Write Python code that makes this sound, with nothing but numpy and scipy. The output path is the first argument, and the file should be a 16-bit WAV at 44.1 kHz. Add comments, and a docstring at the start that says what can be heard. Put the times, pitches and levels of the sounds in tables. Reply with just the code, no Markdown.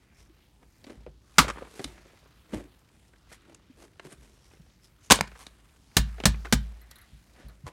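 """A small carpeted room, close to a sheet of paper on the floor. A soft spiky rubber ball slaps down and is
nudged into place, then a flat silicone crab flops down and bounces once; both smack the paper. A hand
slaps the floor or a leg three times. Each blow thumps and sets the floorboards booming. In between:
light taps, brushing on paper and carpet, dull pats and a faint bracelet, over rumble and cloth rustle."""
import sys
import numpy as np
from scipy import signal
from scipy.fft import rfft, irfft
from scipy.io import wavfile

SR = 44100
rng = np.random.default_rng(int(sys.argv[2]) if len(sys.argv) > 2 else 0)


def bounce(signal):
    """Save signal as a 16-bit WAV file at the path given by the first command-line argument."""
    frames = np.transpose(np.atleast_2d(signal))
    limited = np.clip(frames, -1, 1)
    pcm = np.round(limited * 32767).astype(np.int16)
    wavfile.write(sys.argv[1], SR, pcm)


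N = 340622

# rubber and skin landing: (time [s], smack [dB], contact [s], t60 [s], low-pass [Hz],
# thump [Hz], thump [dB], floor boom [dB])
BALL_BLOWS = [(1.3832, -7.5, 0.0071, 0.046, 9066, 181, -19, -27.5),
              (1.395, -23, .01, .12, 12000, 268, -20, -23.5)]
CRAB_BLOWS = [(5.101, -16.5, .002, 0.012, 3000, 280, -33, -57),
              (5.1074, -9, .011, 0.0093, 5000, 207, -15, -29.5),
              (5.119, -8, .005, 0.031, 16000, 268, -16, -35.5),
              (5.128, -24.5, .012, 0.13, 9000, 139, -32.5, -39.5),
              (5.209, -15.5, .0006, 0.0096, 4350, 190, -26.5, -35.5)]
HAND_BLOWS = [(5.9675, -13, 0.0013, 0.078, 14800, 178.5, -26.5, -16),
              (6.2548, -14, 0.0055, 0.069, 11100, 201.7, -12, -16),
              (6.5248, -18, 0.01, 0.053, 11000, 224.3, -15.5, -17.5)]
THUD_HZ, KNOCK_HZ, TICK_HZ, TOP_HZ = 138.95, 600, 2500, 11100   # band edges of a light contact


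def from_db(db):
    """Decibels to gain."""
    return 10 ** (np.asarray(db) / 20)


def unit_rms(x):
    """Scale to rms 1."""
    return x / np.sqrt(np.mean(x ** 2) + 1e-20)


def seconds(length_s):
    """Time axis."""
    return np.arange(int(length_s * SR)) / SR


def add(out, at_s, sound):
    """Mix a sound in at a given time."""
    start = max(int(round(at_s * SR)), 0)
    out[start:start + len(sound)] += sound[:max(N - start, 0)]


def band(x, low_hz, high_hz):
    """Causal band-pass."""
    sos = signal.butter(2, [low_hz, min(high_hz, .45 * SR)], "band", fs=SR, output="sos")
    return signal.sosfilt(sos, x)


def resonance(x, hz, q):
    """Two-pole resonance, peak gain 1."""
    return signal.lfilter(*signal.iirpeak(min(hz, .45 * SR), q, fs=SR), x)


def colour(x, spectrum, size=4096):
    """Minimum-phase filter through (Hz, dB) points; white noise keeps its level."""
    hz, level_db = np.transpose(spectrum)
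    gain = from_db(np.interp(np.log(np.fft.rfftfreq(size, 1 / SR) + 1), np.log(hz), level_db))
    cepstrum = irfft(np.log(unit_rms(gain)))
    cepstrum[1:size // 2] *= 2
    cepstrum[size // 2 + 1:] = 0
    return signal.oaconvolve(x, irfft(np.exp(rfft(cepstrum))))[:len(x)]


def wander(t, per_s):
    """Random curve, spread about 1."""
    steps = rng.standard_normal(400)
    return np.interp(t * per_s, np.arange(len(steps)), steps)


def grains(t, clump_db, per_s):
    """Crowd of tiny contacts: noise of jumping strength."""
    steps = rng.standard_normal(len(t))
    clumps = np.clip(np.interp(t * per_s, np.arange(len(t)), steps), -2, 2)
    return unit_rms(rng.standard_normal(len(t)) * from_db(clump_db * clumps))


def rumble():
    """Steady low room noise."""
    # noise spectrum: (frequency [Hz], relative level [dB])
    spectrum = [(25, -9), (45, 0.5), (58, 5), (80, -3), (120, -4.5), (170, -8.5), (350, -14.5), (700, -31),
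                (2000, -53)]
    return from_db(-60.5) * colour(rng.standard_normal(N), spectrum)


def room_tail(x, wet_db, onset_s):
    """Short diffuse tail; carpet and furniture absorb the top treble first."""
    # room decay: (frequency [Hz], t60 [s])
    decay = [(150, 0.23), (500, 0.13), (2000, .24), (6000, 0.14), (14000, 0.09)]
    hz, t60_s = np.transpose(decay)
    t, edges_hz = seconds(.5), np.geomspace(130, 16000, num=8)
    tail = 0
    for low, high in zip(edges_hz, edges_hz[1:]):
        band_t60_s = np.interp(np.log(low * high) / 2, np.log(hz), t60_s)
        tail += band(rng.standard_normal(len(t)), low, high) * from_db(-60 * t / band_t60_s)
    tail *= 1 - np.exp(-(t / onset_s) ** 2)
    return from_db(wet_db) * signal.oaconvolve(x, tail / np.linalg.norm(tail))[:N]


def crinkles(per_s, peak_db):
    """Stray ticks of paper and carpet fibres, each at its own pitch."""
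    out, t = np.zeros(N), seconds(0.03)
    for when, pitch, weakness in rng.random((int(per_s * N / SR), 3)):
        burst = rng.standard_normal(len(t)) * from_db(-60 * t / 0.029)
        tick = resonance(burst, hz=600 * 12 ** pitch, q=2.1)
        add(out, when * N / SR, from_db(peak_db - 4.8 * weakness) * tick / np.abs(tick).max())
    return out


def reach(blows, db, swing_s=0.039, return_s=0.43):
    """Rustle envelope of an arm: swings in before the first blow, draws back after the last."""
    t = np.arange(N) / SR
    before_s, after_s = np.maximum(blows[0][0] - t, 0), np.maximum(t - blows[-1][0], 0)
    return from_db(db) * np.exp(-before_s / swing_s - after_s / return_s)


def rustle(still_db=-70):
    """Cloth and carpet friction: shifts in colour, grows with each reach."""
    # friction spectrum: (frequency [Hz], relative level [dB])
    spectrum = [(150, -6.5), (350, -4.5), (700, -1), (2000, -3), (4500, -7.5), (9000, -13), (12000, -16),
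                (16000, -21.5)]
    t, edges_hz = np.arange(N) / SR, np.geomspace(150, 18000, num=11)
    friction = [grains(t, clump_db=2.5, per_s=390) for _ in range(2)]
    shifting = sum(band(friction[k % 2], low, high) * from_db(2.7 * wander(t, per_s=7))
                   for k, (low, high) in enumerate(zip(edges_hz, edges_hz[1:])))
    texture = colour(unit_rms(shifting), spectrum) + crinkles(per_s=16, peak_db=13.0)
    movement = reach(BALL_BLOWS, db=-57) + reach(CRAB_BLOWS, db=-69) + reach(HAND_BLOWS, db=-64)
    return (from_db(still_db) + movement) * texture


def bracelet():
    """Each clink is a tiny rattle of beads that excites every mode at a random strength."""
    # bead clinks: (time [s], level [dB])
    clinks = [(6.201, -66), (6.455, -71), (6.814, -60.5), (6.91, -54.5), (6.957, -53.5), (6.985, -57),
              (7.014, -57.5), (7.484, -58)]
    # bead modes: (frequency [Hz], level [dB], t60 [s])
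    bead_modes = [(1400, -3, 0.24), (1920, -3, 0.27), (3060, -12, 0.1), (4045, 0.5, 0.073),
                  (10300, 1, 0.028), (11580, 6, 0.044)]
    out, t = np.zeros(N), seconds(0.39)
    for at_s, clink_db in clinks:
        detune = 1 + 0.0208 * rng.standard_normal()   # beads differ
        modes = 0
        for hz, db, t60_s in bead_modes:
            phase = 2 * np.pi * hz * detune * t + 1.8 * wander(t, per_s=560)
            modes += from_db(db - 60 * t / t60_s) * np.sin(phase)
        rattle = rng.standard_normal(len(t)) * from_db(-60 * t / 0.02)
        ringing = from_db(-0.5) * signal.oaconvolve(rattle / np.linalg.norm(rattle), modes)[:len(t)]
        click = from_db(6.5) * band(rattle, 8700, 16100)
        add(out, at_s, from_db(clink_db) * (ringing + click))
    return out


def band_levels(db, bright_db, ring_hz, focus_db):
    """Thud, knock and tick levels: tilted about the knock, ringing band raised."""
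    rings = np.arange(3) == np.searchsorted([KNOCK_HZ, TICK_HZ], ring_hz)
    return db + bright_db * np.array([-1, 0, 1]) + focus_db * rings


def touch(t, envelope, levels_db, ring_hz, ring_db, q, clump_db, per_s):
    """Light contact with one resonance, in three bands: carpet thud, sheet knock, fibre tick."""
    edges_hz = THUD_HZ, KNOCK_HZ, TICK_HZ, TOP_HZ
    friction = envelope * grains(t, clump_db, per_s)
    ringing = friction + from_db(ring_db) * resonance(friction, ring_hz, q)
    out = 0
    for low, high, db in zip(edges_hz, edges_hz[1:], levels_db):
        part = band(ringing if low <= ring_hz < high else friction, low, high)
        out += from_db(db) * unit_rms(band(part, low * 0.68, high * 1.1))   # steeper skirts
    return out * np.sqrt(np.mean(envelope ** 2))


def brushes(lead_s=.2, fade_ratio=1.3):
    """Skin and rubber on paper and carpet: friction swells, catches, slips and fades."""
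    # strokes: (peak time [s], swell [s], level [dB], brightness [dB], ring [Hz])
    strokes = [(0.199, 0.028, -66.5, 0.5, 5550), (0.629, 0.01, -66, -7.5, 900),
               (0.911, 0.051, -62, -6, 240), (1.78, 0.055, -57, 2.5, 434), (1.87, 0.077, -60.5, -1, 347),
               (2.546, 0.019, -45, -4.5, 308), (2.59, 0.037, -55.5, -5.5, 280),
               (3.326, 0.013, -56.5, 5, 2000), (3.5, 0.041, -65.5, -5, 320), (3.818, 0.028, -58.5, 0, 354),
               (4.059, 0.026, -56, -2.5, 373), (4.117, 0.013, -52.5, -3, 9000), (4.239, 0.051, -66, 2, 383),
               (4.451, 0.14, -73, 1, 5580), (4.85, 0.015, -70.5, 7, 5200), (5.052, 0.024, -68, 5.5, 6400),
               (5.409, .04, -60, 5.5, 1080), (7.41, 0.063, -64, -4, 664), (7.68, 0.011, -50.5, -3, 980)]
    out, t = np.zeros(N), seconds(.5)
    for peak_s, swell_s, db, bright_db, ring_hz in strokes:
        envelope = np.exp(np.minimum(t - lead_s, (lead_s - t) / fade_ratio) / swell_s)
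        envelope *= from_db(1.1 * wander(t, per_s=140))
        levels_db = band_levels(db, bright_db, ring_hz, focus_db=5.0)
        stroke = touch(t, envelope, levels_db, ring_hz, ring_db=6.5, q=8, clump_db=4.0, per_s=400)
        add(out, peak_s - lead_s, stroke)
    return out


def tap(db, bright_db, ring_hz):
    """Sudden contact: shorter the higher it rings, duller the softer it is."""
    t, t60_s = seconds(.2), .048 * (1000 / ring_hz) ** 0.38
    envelope = from_db(-60 * t / t60_s)
    levels_db = band_levels(db, bright_db, ring_hz, focus_db=8.0)
    contact = touch(t, envelope, levels_db, ring_hz, ring_db=8.0, q=7.0, clump_db=3.5, per_s=1100)
    lowpass_hz = min(8000 * from_db(0.98 * bright_db), .45 * SR)
    return signal.lfilter(*signal.butter(2, lowpass_hz, fs=SR), contact)


def taps(per_run=6, run_fade_db=9.5):
    """Single taps, and uneven runs that weaken as a toy or hand settles."""
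    # finger, plastic and rubber taps: (time [s], level [dB], brightness [dB], ring [Hz])
    singles = [(0.842, -50.5, -2.5, 4430), (0.867, -54, -1, 314), (0.897, -50, -2, 322),
               (1.064, -51.5, -6.5, 492), (1.481, -35.5, 0.5, 1170), (1.487, -36, -1.5, 1190),
               (1.5, -35, -0.5, 1220), (1.582, -48.5, -4.5, 1080), (1.621, -49.5, -7, 525),
               (1.793, -41, -2, 387), (1.842, -37, 2, 3880), (2.257, -64.5, -8, 1060),
               (2.534, -43.5, -5.5, 300), (3.135, -63, -3, 1500), (3.315, -57, -9, 1700),
               (3.546, -54.5, 2.5, 6900), (3.996, -46.5, -1, 2500), (5.158, -34.5, 2, 8500),
               (5.188, -34, -5.5, 3500), (5.274, -56, 2, 4500), (5.466, -45.5, 0, 3880),
               (6.182, -52.5, -4, 700), (6.201, -38, -5, 2800), (6.237, -32, -5, 2800),
               (6.342, -48.5, -5, 2250), (6.453, -42.5, -2, 2220), (6.913, -55, 3.5, 3830),
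               (7.666, -46, 0, 1023)]
    # settling runs: (start [s], length [s], starting level [dB], brightness [dB], ring [Hz])
    runs = [(1.421, 0.083, -45, -10.5, 800), (1.557, 0.14, -52, -8, 1030), (1.978, .3, -61, -1.5, 600),
            (4.511, 0.13, -63, -7, 2200), (5.238, 0.208, -52.5, -1.5, 1300),
            (6.448, 0.035, -47.5, -3, 1400)]
    out = np.zeros(N)
    for at_s, db, bright_db, ring_hz in singles:
        add(out, at_s, tap(db, bright_db, ring_hz))
    for start_s, length_s, db, bright_db, ring_hz in runs:
        for k, (late, strength, pitch) in enumerate(rng.random((per_run, 3)) - .5):
            progress = (k + 1.2 * late * min(k, 1)) / per_run
            tap_db = db - run_fade_db * progress + 7 * strength
            add(out, start_s + progress * length_s, tap(tap_db, bright_db, ring_hz * 1.8 ** pitch))
    return out


def thump(hz, swell_s):
    """A few low cycles as a soft surface gives and springs back."""
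    t = seconds(.2)
    return (t / swell_s) ** 2 * np.exp(2 - 2 * t / swell_s) * np.sin(2 * np.pi * hz * t)


def floor_boom(push_s):
    """Board modes swell as the weight presses in; higher modes waver more."""
    # floorboard modes: (frequency [Hz], level [dB], t60 [s])
    board_modes = [(55.45, -5.5, 0.67), (59.6, -4, 0.16), (94, -13.5, 0.29), (136.7, -6.5, 0.25),
                   (187, -16, 0.42), (268, -16, 0.13), (315.8, -31, 0.11)]
    t, lowest_hz = seconds(1), board_modes[0][0]
    boom = 0
    for hz, db, t60_s in board_modes:
        waver_rad = .15 * (hz / lowest_hz) ** 2 * wander(t, per_s=45)
        boom += from_db(db - 60 * t / t60_s) * np.sin(2 * np.pi * hz * t + waver_rad)
    return boom * (1 - np.exp(-(t / push_s) ** 2))


def bumps():
    """Weight shifts stir the boards and dull pats thump, with no smack."""
    # weight shifts: (time [s], level [dB])
    shifts = [(0.963, -40.5), (1.067, -42), (1.841, -38.5), (2.533, -35), (4.174, -48), (7.12, -40.5),
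              (7.439, -36)]
    # pats on a leg or the carpet: (time [s], thump [Hz], level [dB])
    pats = [(0.296, 329, -52.5), (1.846, 270, -35.5), (2.528, 220, -30), (2.557, 131, -33.5),
            (3.697, 262, -46), (4.055, 155, -44), (4.595, 162, -44), (7.636, 132.3, -35.5),
            (7.655, 78, -35)]
    out = np.zeros(N)
    for at_s, db in shifts:
        add(out, at_s, from_db(db) * floor_boom(push_s=0.0061))
    for at_s, hz, db in pats:
        add(out, at_s, from_db(db) * thump(hz, swell_s=0.0079))
    return out


def slaps(blows, spectrum, clump_db, crack_db, pocket_hz, pocket_db, pocket_q, thump_s, boom_delay_s):
    """Rubber or skin lands patch by patch; its weight gives a thump and a floor boom."""
    out, t = np.zeros(N), seconds(0.4)
    for at_s, smack_db, contact_s, t60_s, lowpass_hz, thump_hz, thump_db, boom_db in blows:
        contact = (1 - np.exp(-t / 0.00013)) * from_db(-60 * np.maximum(t - contact_s, 0) / t60_s)
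        # trapped air escapes with a crack; its pocket rings
        crack = from_db(crack_db) * (t / 0.00061) * np.exp(1 - t / .0012)
        smack = colour((contact + crack) * grains(t, clump_db, per_s=2500), spectrum)
        smack += from_db(pocket_db) * resonance(smack, pocket_hz, pocket_q)
        pole = np.exp(-2 * np.pi * lowpass_hz / SR)   # softer is duller
        add(out, at_s, from_db(smack_db) * signal.lfilter([1 - pole], [1, -pole], smack))
        add(out, at_s, from_db(thump_db) * thump(thump_hz, thump_s))
        add(out, at_s + boom_delay_s, from_db(boom_db) * floor_boom(push_s=0.0025))
    return out


def ball():
    """Soft spiky ball on the paper: grainy smack, strong air-pocket ring."""
    # smack spectrum: (frequency [Hz], relative level [dB])
    spectrum = [(200, -8.5), (450, -12), (700, -9.5), (1000, -3.5), (1350, -2), (1700, -7), (2400, -4),
                (3000, -10), (4000, -5.5), (6500, -9), (9500, -13), (12500, -19), (16000, -26.5)]
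    return slaps(BALL_BLOWS, spectrum, clump_db=2.5, crack_db=-18,
                 pocket_hz=1210, pocket_db=0.0, pocket_q=3.8, thump_s=0.0079, boom_delay_s=.004)


def crab():
    """Flat silicone crab on the paper: flops down in quick contacts, bounces once."""
    # smack spectrum: (frequency [Hz], relative level [dB])
    spectrum = [(200, -8), (380, -8.5), (550, -4), (750, -2.5), (1000, -0.5), (1250, -3), (2000, -4.5),
                (4000, -5.5), (9300, -6.5), (11000, -12.5), (16000, -23.5)]
    return slaps(CRAB_BLOWS, spectrum, clump_db=1.0, crack_db=-9.5,
                 pocket_hz=1030, pocket_db=-6, pocket_q=4.3, thump_s=0.0055, boom_delay_s=0.0046)


def hand():
    """Three slaps on the floor or a leg: sharp crack, heavy boom."""
    # smack spectrum: (frequency [Hz], relative level [dB])
    spectrum = [(200, 6.5), (330, -2), (550, -2), (950, -1.5), (1200, -3.5), (1700, -1.5), (2800, -5.5),
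                (4300, -1.5), (6000, -5), (9200, -5.5), (10500, -11), (16000, -17)]
    return slaps(HAND_BLOWS, spectrum, clump_db=0.5, crack_db=-4.5,
                 pocket_hz=1700, pocket_db=-17, pocket_q=4.6, thump_s=0.0085, boom_delay_s=0.01253)


def scene():
    """Mono mix of the contacts on and around the sheet, room tail and background."""
    blows = ball() + crab() + hand()
    light = taps() + brushes()
    hollow_ring = from_db(-4) * resonance(light, hz=368, q=56)
    direct = blows + light + hollow_ring + bumps() + bracelet()
    return (direct + room_tail(direct, wet_db=-21.5, onset_s=0.012) + rumble() + rustle())[None]


def record(dry, low_hz=40, high_hz=16000, ceiling=.95):
    """Small microphone: deep bass lost, peaks rounded, top cut."""
    thin = signal.sosfilt(signal.butter(4, low_hz, "high", fs=SR, output="sos"), dry)
    rounded = ceiling * np.tanh(thin / ceiling)
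    return signal.sosfilt(signal.ellip(12, .1, 90, high_hz, fs=SR, output="sos"), rounded)


dry = scene()
out = record(dry)
bounce(out)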